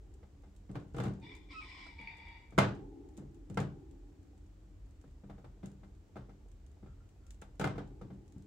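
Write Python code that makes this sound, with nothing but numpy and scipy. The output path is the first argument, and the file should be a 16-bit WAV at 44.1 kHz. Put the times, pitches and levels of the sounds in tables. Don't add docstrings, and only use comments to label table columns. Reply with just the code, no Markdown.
import sys
import numpy as np
from scipy import signal
from scipy.io import wavfile

SR = 44100
rng = np.random.default_rng(int(sys.argv[2]) if len(sys.argv) > 2 else 0)


def generate_wav(signal):
    frames = np.transpose(np.atleast_2d(signal))
    scaled = np.clip(frames, -1, 1) * 32767
    pcm = np.round(scaled).astype(np.int16)
    wavfile.write(sys.argv[1], SR, pcm)


N = 373086

# start_s, clack_db, thump_db
CAGE_BUMPS = [(0.229, -53.5, -55), (0.436, -54.5, -55), (0.693, -52, -36.5), (0.747, -50, -38.5),
              (0.754, -38, -34), (0.945, -42, -36), (0.968, -41, -34.5), (0.983, -36, -33.5),
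              (1.001, -33.5, -29.5), (1.038, -37.5, -38.5), (1.054, -37, -31), (1.073, -43.5, -32.5),
              (1.864, -50, -56.5), (1.995, -63, -45.5), (2.523, -52.5, -42.5), (2.579, -24.5, -17),
              (2.585, -14.5, -26.5), (2.588, -18, -29), (3.18, -53.5, -37.5), (3.219, -62, -41),
              (3.5, -53, -34.5), (3.573, -27.5, -27.5), (3.6, -38, -29), (5.04, -59, -46),
              (5.237, -57, -44), (5.297, -45.5, -42), (5.38, -53, -49), (5.443, -48, -46),
              (5.631, -47, -36), (5.833, -51, -49), (6.157, -45, -41), (6.166, -42.5, -43),
              (6.293, -50, -48), (6.828, -57.5, -43), (6.861, -54, -51), (7.42, -43.5, -49),
              (7.598, -33.5, -29), (7.612, -30.5, -28.5), (7.642, -27.5, -31), (7.65, -34.5, -33.5),
              (7.673, -34.5, -39.5), (7.756, -45.5, -35.5), (7.78, -37, -37), (8.013, -47, -37.5),
              (8.103, -52, -39), (8.361, -62.5, -40.5)]
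BUMP_REGISTERS_HZ = [300, 650, 1300, 2300, 6000]
# pitch_hz, level_db, fade_s (time to fall by 60 dB)
CAGE_MODES = [(123.1, -5, 0.57), (138, -2, 0.33), (195.7, 2, 0.49), (291.3, -6, 0.35), (476, 3, 0.065),
              (566, -15, 0.076), (665, -7.5, 0.11), (724, -19, 0.29), (774, -8.5, 0.15), (859.3, -3, 0.091),
              (900, -20.5, .3), (1080, -17.5, 0.12), (1089, -20, 0.1), (1303, -2.5, 0.061),
              (1575, -21.5, 0.24), (1620, -21, .1), (2091, -8.5, 0.14), (2380, -12.5, 0.093),
              (2697, -28, 0.2), (2890, -24, 0.25), (3091, -24.5, .3), (3550, -7, 0.2)]
# pitch_hz, level_db (per third-octave band)
WIRE_RATTLE = [(60, -39.5), (90, -14), (130, -3.5), (190, -13.5), (260, -11.5), (650, -9), (1000, -14),
               (1350, -8), (2100, -21), (3000, -13.5), (6000, -6.5), (8000, -8), (11000, -18),
               (15000, -12.5)]
# pitch_hz, fade_s (time to fall by 60 dB)
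WIRE_RATTLE_FADE = [(100, 0.6), (400, 0.35), (1500, 0.3), (6000, 0.33), (14000, 0.033)]
# pitch_hz, width_hz, level_db (against the thump), fade_s
LONG_BARS = [(292.8, 42, -34.5, 5), (342.7, 25, -40, 4.5), (394.8, 71, -32.5, 2), (805.6, 100, -43.5, 2.2)]
# start_s, level_db
TICKS = [(0.1395, -67.5), (0.5633, -66.5), (0.965, -61), (1.036, -54.5), (1.351, -61.5), (2.5067, -70),
         (3.169, -64), (3.1752, -58.5), (3.499, -62.5), (3.5437, -62), (3.602, -51.5), (4.2293, -75),
         (5.658, -57), (7.2662, -64.5), (7.3062, -56), (7.4156, -58), (7.596, -46), (8.4223, -70)]
# pitch_hz, level_db (per third-octave band)
TICK_COLOUR = [(1500, -14), (3500, -8), (5000, -12.5), (8000, 4.5), (10500, -18.5), (15000, -15)]
# start_s, length_s, level_db
CARROT_DRAGS = [(6.851, 0.051, -72.5), (6.971, 0.042, -74.5), (7.219, 0.06, -76.5)]
# low_voice_db, shrill_overtone_db, rasp_db
CRIES = [(1.211, 0.099, -63, 907, 981, -4.5, 2, -10), (1.486, .355, -59, 1060, 1011, -4.5, -5, -7),
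         (1.966, 0.38, -61, 905, 935, -3.5, -8.5, -19.5)]
# multiple_of_pitch, level_db
LOW_VOICE = [(1, 4), (2, -9.5), (3, -8), (4, -10.5), (5, -10.5), (7, -33.5)]
# multiple_of_pitch, level_db
HIGH_VOICE = [(1, -18), (2, 4), (4, -21.5), (6, -40)]
# multiple_of_pitch, level_db
SQUEAK_VOICE = [(1, 5.5), (2, 4.5), (3, -25), (4, -38), (6, -28)]
# pitch_hz, width_hz, level_db
GROWL = [(2010, 130, 1.5), (2190, 200, -2.5)]
# pitch_hz, width_hz, level_db
THROAT = [(2940, 490, -3.5), (3922, 510, -2), (4800, 240, -4), (5320, 370, -4), (6800, 1600, -14),
          (8200, 410, -16)]
# pitch_hz, level_db (per Hz)
RUMBLE_COLOUR = [(20, -19.5), (33, -17.5), (45, 7.5), (60, -0.5), (85, 4), (120, -30.5), (200, -48)]
# pitch_hz, level_db (per Hz)
ROOM_COLOUR = [(100, -3), (150, -9), (190, -5), (240, -13), (290, -8), (500, -18), (1000, -26), (2000, -31),
               (4000, -36), (6000, -37), (8200, -34), (9300, -49), (12500, -46), (16000, -47)]
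# pitch_hz, likeness (0 to 1)
EAR_LIKENESS = [(100, .98), (300, 0.8), (650, 0.3), (1300, 0.086), (2200, .15), (5000, 0.17), (12000, 0)]

BAND_EDGES_HZ = 20 * 2 ** np.arange(0, 9.8, 1 / 3)
HARD_RISE_S, SOFT_RISE_S = 0.0008, 0.007
JINGLE_DB = -27.5
JINGLE_ABOVE_DB = -37
FAINT_TICK_DB, STEP_DB = -67, -66
DRAG_PANEL_HZ, DRAG_PANEL_T60_S = 1350, 0.02
CRY_ATTACK_S, CRY_RELEASE_T60_S = 0.03, 0.57
HIGH_PITCH_HZ, HIGH_SAG_HZ_PER_S = 1179, 55
SQUEAK_START_S, SQUEAK_LENGTH_S, SQUEAK_DB = 1.52, 0.08, -55
SQUEAK_HZ, SQUEAK_FALL_HZ_PER_S = 1360, 1330
RUMBLE_DB, RUMBLE_WANDER_DB, ROOM_TONE_DB = -55, -0.96, -66.5
CUTOFF_HZ = 15750


def bumps(bands, modes_db=-11.0, crack_db=1.5, tail_db=-8.5, scatter_db=3.5, treble_db=-25.0,
          grain_db=-0.5, panel_db=-1.0):
    starts, clack, thump = np.transpose(CAGE_BUMPS)
    hard = np.clip(np.maximum((clack + 48) / 24, (clack - thump) / 7), 0, 1)
    shaken = np.clip((thump + 55) / 22, 0.15, 1)
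    soft = 1 - hard

    def blow_db(hz):
        levels = zip(thump, clack, clack - 3 * soft, clack - 6 * soft, clack + treble_db)
        return np.array([np.interp(np.log(hz), np.log(BUMP_REGISTERS_HZ), row) for row in levels])

    def spread(power):
        strike = swelling(clicks(starts, power * hard), HARD_RISE_S)
        push = swelling(clicks(starts, power * soft), SOFT_RISE_S)
        return strike + push

    body = 0
    scatter = scatter_db * rng.standard_normal((len(starts), len(CAGE_MODES)))
    for k, (hz, db, t60) in enumerate(CAGE_MODES):
        strength = from_db(blow_db(hz) + db + modes_db + scatter[:, k])
        body = body + (-1) ** k * ring(clicks(starts, strength), hz, t60)

    upper_panel = ring(clicks(starts, hard ** 2 * from_db(clack + panel_db)), hz=1400, t60=0.018)
    lower_panel = ring(clicks(starts, from_db(clack - 2.5)), hz=745, t60=0.007)

    rattle = 0
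    grain = rms_one(from_db(grain_db * drift(rate=30)))
    for hz, noise in bands:
        if hz <= 55:
            continue
        power = from_db(blow_db(hz) + at_hz(WIRE_RATTLE, hz)) ** 2
        treble_weight = hz / (hz + 600)
        crack = from_db(crack_db) ** 2 * dying(spread(power), t60=0.035) * treble_weight
        tail = from_db(tail_db) ** 2 * dying(spread(power * shaken), at_hz(WIRE_RATTLE_FADE, hz))
        rattle = rattle + noise * np.sqrt(crack + tail)
    return band(body + upper_panel + lower_panel, low_hz=50, high_hz=3900) + grain * rattle


def bar_hum(stirred_db=-35.5):
    starts, _, thump = np.transpose(CAGE_BUMPS)
    power = from_db(np.append(stirred_db, thump)) ** 2
    energy = swelling(clicks(np.append(0, starts), power), rise_s=0.016)
    hum = 0
    for hz, width, db, t60 in LONG_BARS:
        hum = hum + from_db(db) * np.sqrt(dying(energy, t60)) * air(hz - width / 2, hz + width / 2)
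    return hum


def ticks(bands, snap_t60=0.017, tail_db=-13.5, tail_t60=0.17, spread_db=20.0):
    jingles = [(start, clack + JINGLE_DB) for start, clack, _ in CAGE_BUMPS if clack > JINGLE_ABOVE_DB]
    starts, db = np.transpose(list(TICKS) + jingles)
    faint_starts = rng.random(size=70) * N / SR
    faint_db = FAINT_TICK_DB - spread_db * rng.random(len(faint_starts))
    energy = clicks(starts, from_db(db) ** 2) + clicks(faint_starts, from_db(faint_db) ** 2)
    energy = swelling(energy, rise_s=0.00061)
    snap = dying(energy, snap_t60)
    tail = from_db(tail_db) ** 2 * dying(energy, tail_t60)
    bright_noise = sum(noise * from_db(at_hz(TICK_COLOUR, hz)) for hz, noise in bands if hz > 1300)
    return np.sqrt(snap + tail) * bright_noise


def paws(spread_db=18.0):
    starts = rng.random(size=90) * N / SR
    weight = from_db(STEP_DB - spread_db * rng.random(len(starts)))
    low_modes = [mode for mode in CAGE_MODES if mode[0] < 1000]
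    steps = 0
    for k, (hz, db, t60) in enumerate(low_modes):
        pushes = clicks(starts, weight * rng.standard_normal(len(starts)))
        steps = steps + (-1) ** k * from_db(db) * ring(pushes, hz, t60)
    return steps


def scrape(slips_per_s=220):
    slips = (rng.random(N) < slips_per_s / SR) * rng.standard_normal(N)
    pull = sum(from_db(db) * envelope(start, length, attack_s=0.029, release_t60=0.13)
               for start, length, db in CARROT_DRAGS)
    panel = rms_one(ring(slips, DRAG_PANEL_HZ, DRAG_PANEL_T60_S))
    return room(pull * panel, t60=0.17, wet_db=1.5)


def screech(growl_db=-2.0, squeak_share=0.97):
    low_hz, high_hz, high, low, shrill, rasp = cry_controls()
    broken = envelope(SQUEAK_START_S, SQUEAK_LENGTH_S, attack_s=0.052, release_t60=0.09)
    remaining = 1 - np.clip(squeak_share, 0, 1) * broken
    high, shrill = remaining * high, remaining * shrill

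    high_phase = shaky_phase(high_hz, jitter=0.022)
    low_cry = low * (1 - broken) * voice(shaky_phase(low_hz, jitter=0.027), LOW_VOICE, flutter_db=4.0)
    high_cry = high * voice(high_phase, HIGH_VOICE, flutter_db=6.0)
    overtone = shrill * np.sqrt(2) * np.sin(3 * high_phase)
    hoarse = high * from_db(growl_db) * resonances(GROWL) + rasp * resonances(THROAT)
    hoarse = hoarse * rms_one(from_db(3.0 * drift(rate=300)))

    since_break_s = np.clip(np.arange(N) / SR - SQUEAK_START_S, 0, SQUEAK_LENGTH_S)
    squeak_phase = shaky_phase(SQUEAK_HZ - SQUEAK_FALL_HZ_PER_S * since_break_s, jitter=0.009)
    squeak = from_db(SQUEAK_DB) * broken * voice(squeak_phase, SQUEAK_VOICE, flutter_db=1.0)
    return room(low_cry + high_cry + overtone + hoarse + squeak, t60=0.18, wet_db=3.0)


def cry_controls():
    pitches, gains = [], 0
    for start, length, db, from_hz, to_hz, *parts_db in CRIES:
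        pitches.append((start, from_hz, HIGH_PITCH_HZ))
        pitches.append((start + length, to_hz, HIGH_PITCH_HZ - HIGH_SAG_HZ_PER_S * length))
        part_gains = from_db(db + np.array([0, *parts_db]))
        gains = gains + np.outer(part_gains, envelope(start, length, CRY_ATTACK_S, CRY_RELEASE_T60_S))
    times, low_hz, high_hz = np.transpose(pitches)
    t = np.arange(N) / SR
    return np.interp(t, times, low_hz), np.interp(t, times, high_hz), *gains


def voice(phase, partials, flutter_db):
    tone = sum(from_db(db) * np.sqrt(2) * np.sin(k * phase) for k, db in partials)
    return rms_one(from_db(flutter_db * drift(rate=170))) * tone


def shaky_phase(pitch_hz, jitter):
    return 2 * np.pi * np.cumsum(pitch_hz * (1 + jitter * drift(rate=64))) / SR


def resonances(table):
    return sum(from_db(db) * rms_one(band(rng.standard_normal(N), hz - width / 2, hz + width / 2))
               for hz, width, db in table)


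def background(bands):
    rumble_level = from_db(RUMBLE_DB + RUMBLE_WANDER_DB * drift(rate=1.3))
    rumble = rumble_level * coloured(bands, RUMBLE_COLOUR)
    return rumble + from_db(ROOM_TONE_DB) * coloured(bands, ROOM_COLOUR)


def coloured(bands, spectrum):
    lowest, highest = spectrum[0][0], spectrum[-1][0]
    return rms_one(sum(noise * np.sqrt(hz) * from_db(at_hz(spectrum, hz))
                       for hz, noise in bands if lowest <= hz <= highest))


def noise_bands():
    return [(np.sqrt(low * high), air(low, high)) for low, high in zip(BAND_EDGES_HZ, BAND_EDGES_HZ[1:])]


def air(low_hz, high_hz):
    mid, side = band(rng.standard_normal((2, N)), low_hz, high_hz)
    alike = np.clip(at_hz(EAR_LIKENESS, np.sqrt(low_hz * high_hz)), -1, 1)
    return rms_one(np.sqrt(1 + alike) * mid + np.sqrt(1 - alike) * np.array([side, -side]))


def room(x, t60, wet_db):
    t = np.arange(int(t60 * SR)) / SR
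    tail = rng.standard_normal((2, len(t))) * from_db(-60 * t / t60)
    tail = tail / np.sqrt(np.sum(tail ** 2, axis=1, keepdims=True))
    wet = from_db(wet_db)
    reflections = signal.fftconvolve(x[None], tail, axes=1)[:, :N]
    return (x + wet * reflections) / np.sqrt(1 + wet ** 2)


def clicks(times, sizes):
    out = np.zeros(N)
    np.add.at(out, np.clip(np.round(times * SR).astype(int), 0, N - 1), sizes)
    return out + 1e-18


def ring(x, hz, t60):
    r = from_db(-60 / (t60 * SR))
    w = 2 * np.pi * hz / SR
    return signal.lfilter([0, np.sin(w)], [1, -2 * r * np.cos(w), r * r], x)


def swelling(energy, rise_s):
    r = np.exp(-1 / (rise_s * SR))
    return signal.lfilter([1 - r], [1, -r], energy)


def dying(energy, t60):
    return signal.lfilter([1], [1, -from_db(-120 / (t60 * SR))], energy)


def envelope(start, length, attack_s, release_t60):
    t = np.arange(N) / SR - start
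    fade = from_db(-60 * np.clip((t - length) / release_t60, 0, 3))
    return np.clip(t / attack_s, 0, 1) * fade


def drift(rate):
    r = np.exp(-40 * np.pi * rate / SR)
    slow = signal.lfilter([1], [1, -2 * r, r * r], rng.standard_normal(N // 20 + 3002))[3000:]
    return np.interp(np.arange(N) / 20, np.arange(len(slow)), rms_one(slow))


def band(x, low_hz, high_hz):
    limits = [max(low_hz, 10), min(high_hz, 0.45 * SR)]
    return signal.sosfilt(signal.butter(2, limits, "band", fs=SR, output="sos"), x)


def at_hz(points, hz):
    table = np.array(points)
    return np.interp(np.log(hz), np.log(table[:, 0]), table[:, 1])


def from_db(db):
    return 10 ** (np.asarray(db) / 20)


def rms_one(x):
    return x / np.sqrt(np.mean(x ** 2) + 1e-20)


def scene():
    bands = noise_bands()
    cage = bumps(bands) + bar_hum() + ticks(bands) + paws() + scrape() + screech()
    pan_db = 0.94
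    panned = cage * from_db([[pan_db / 2], [-pan_db / 2]])
    swapped_bands = [(hz, noise[:, ::-1]) for hz, noise in bands]
    return panned + background(swapped_bands)


def record(dry):
    return signal.sosfilt(signal.ellip(10, 0.1, 80, CUTOFF_HZ, fs=SR, output="sos"), dry)


dry = scene()
out = record(dry)
generate_wav(out)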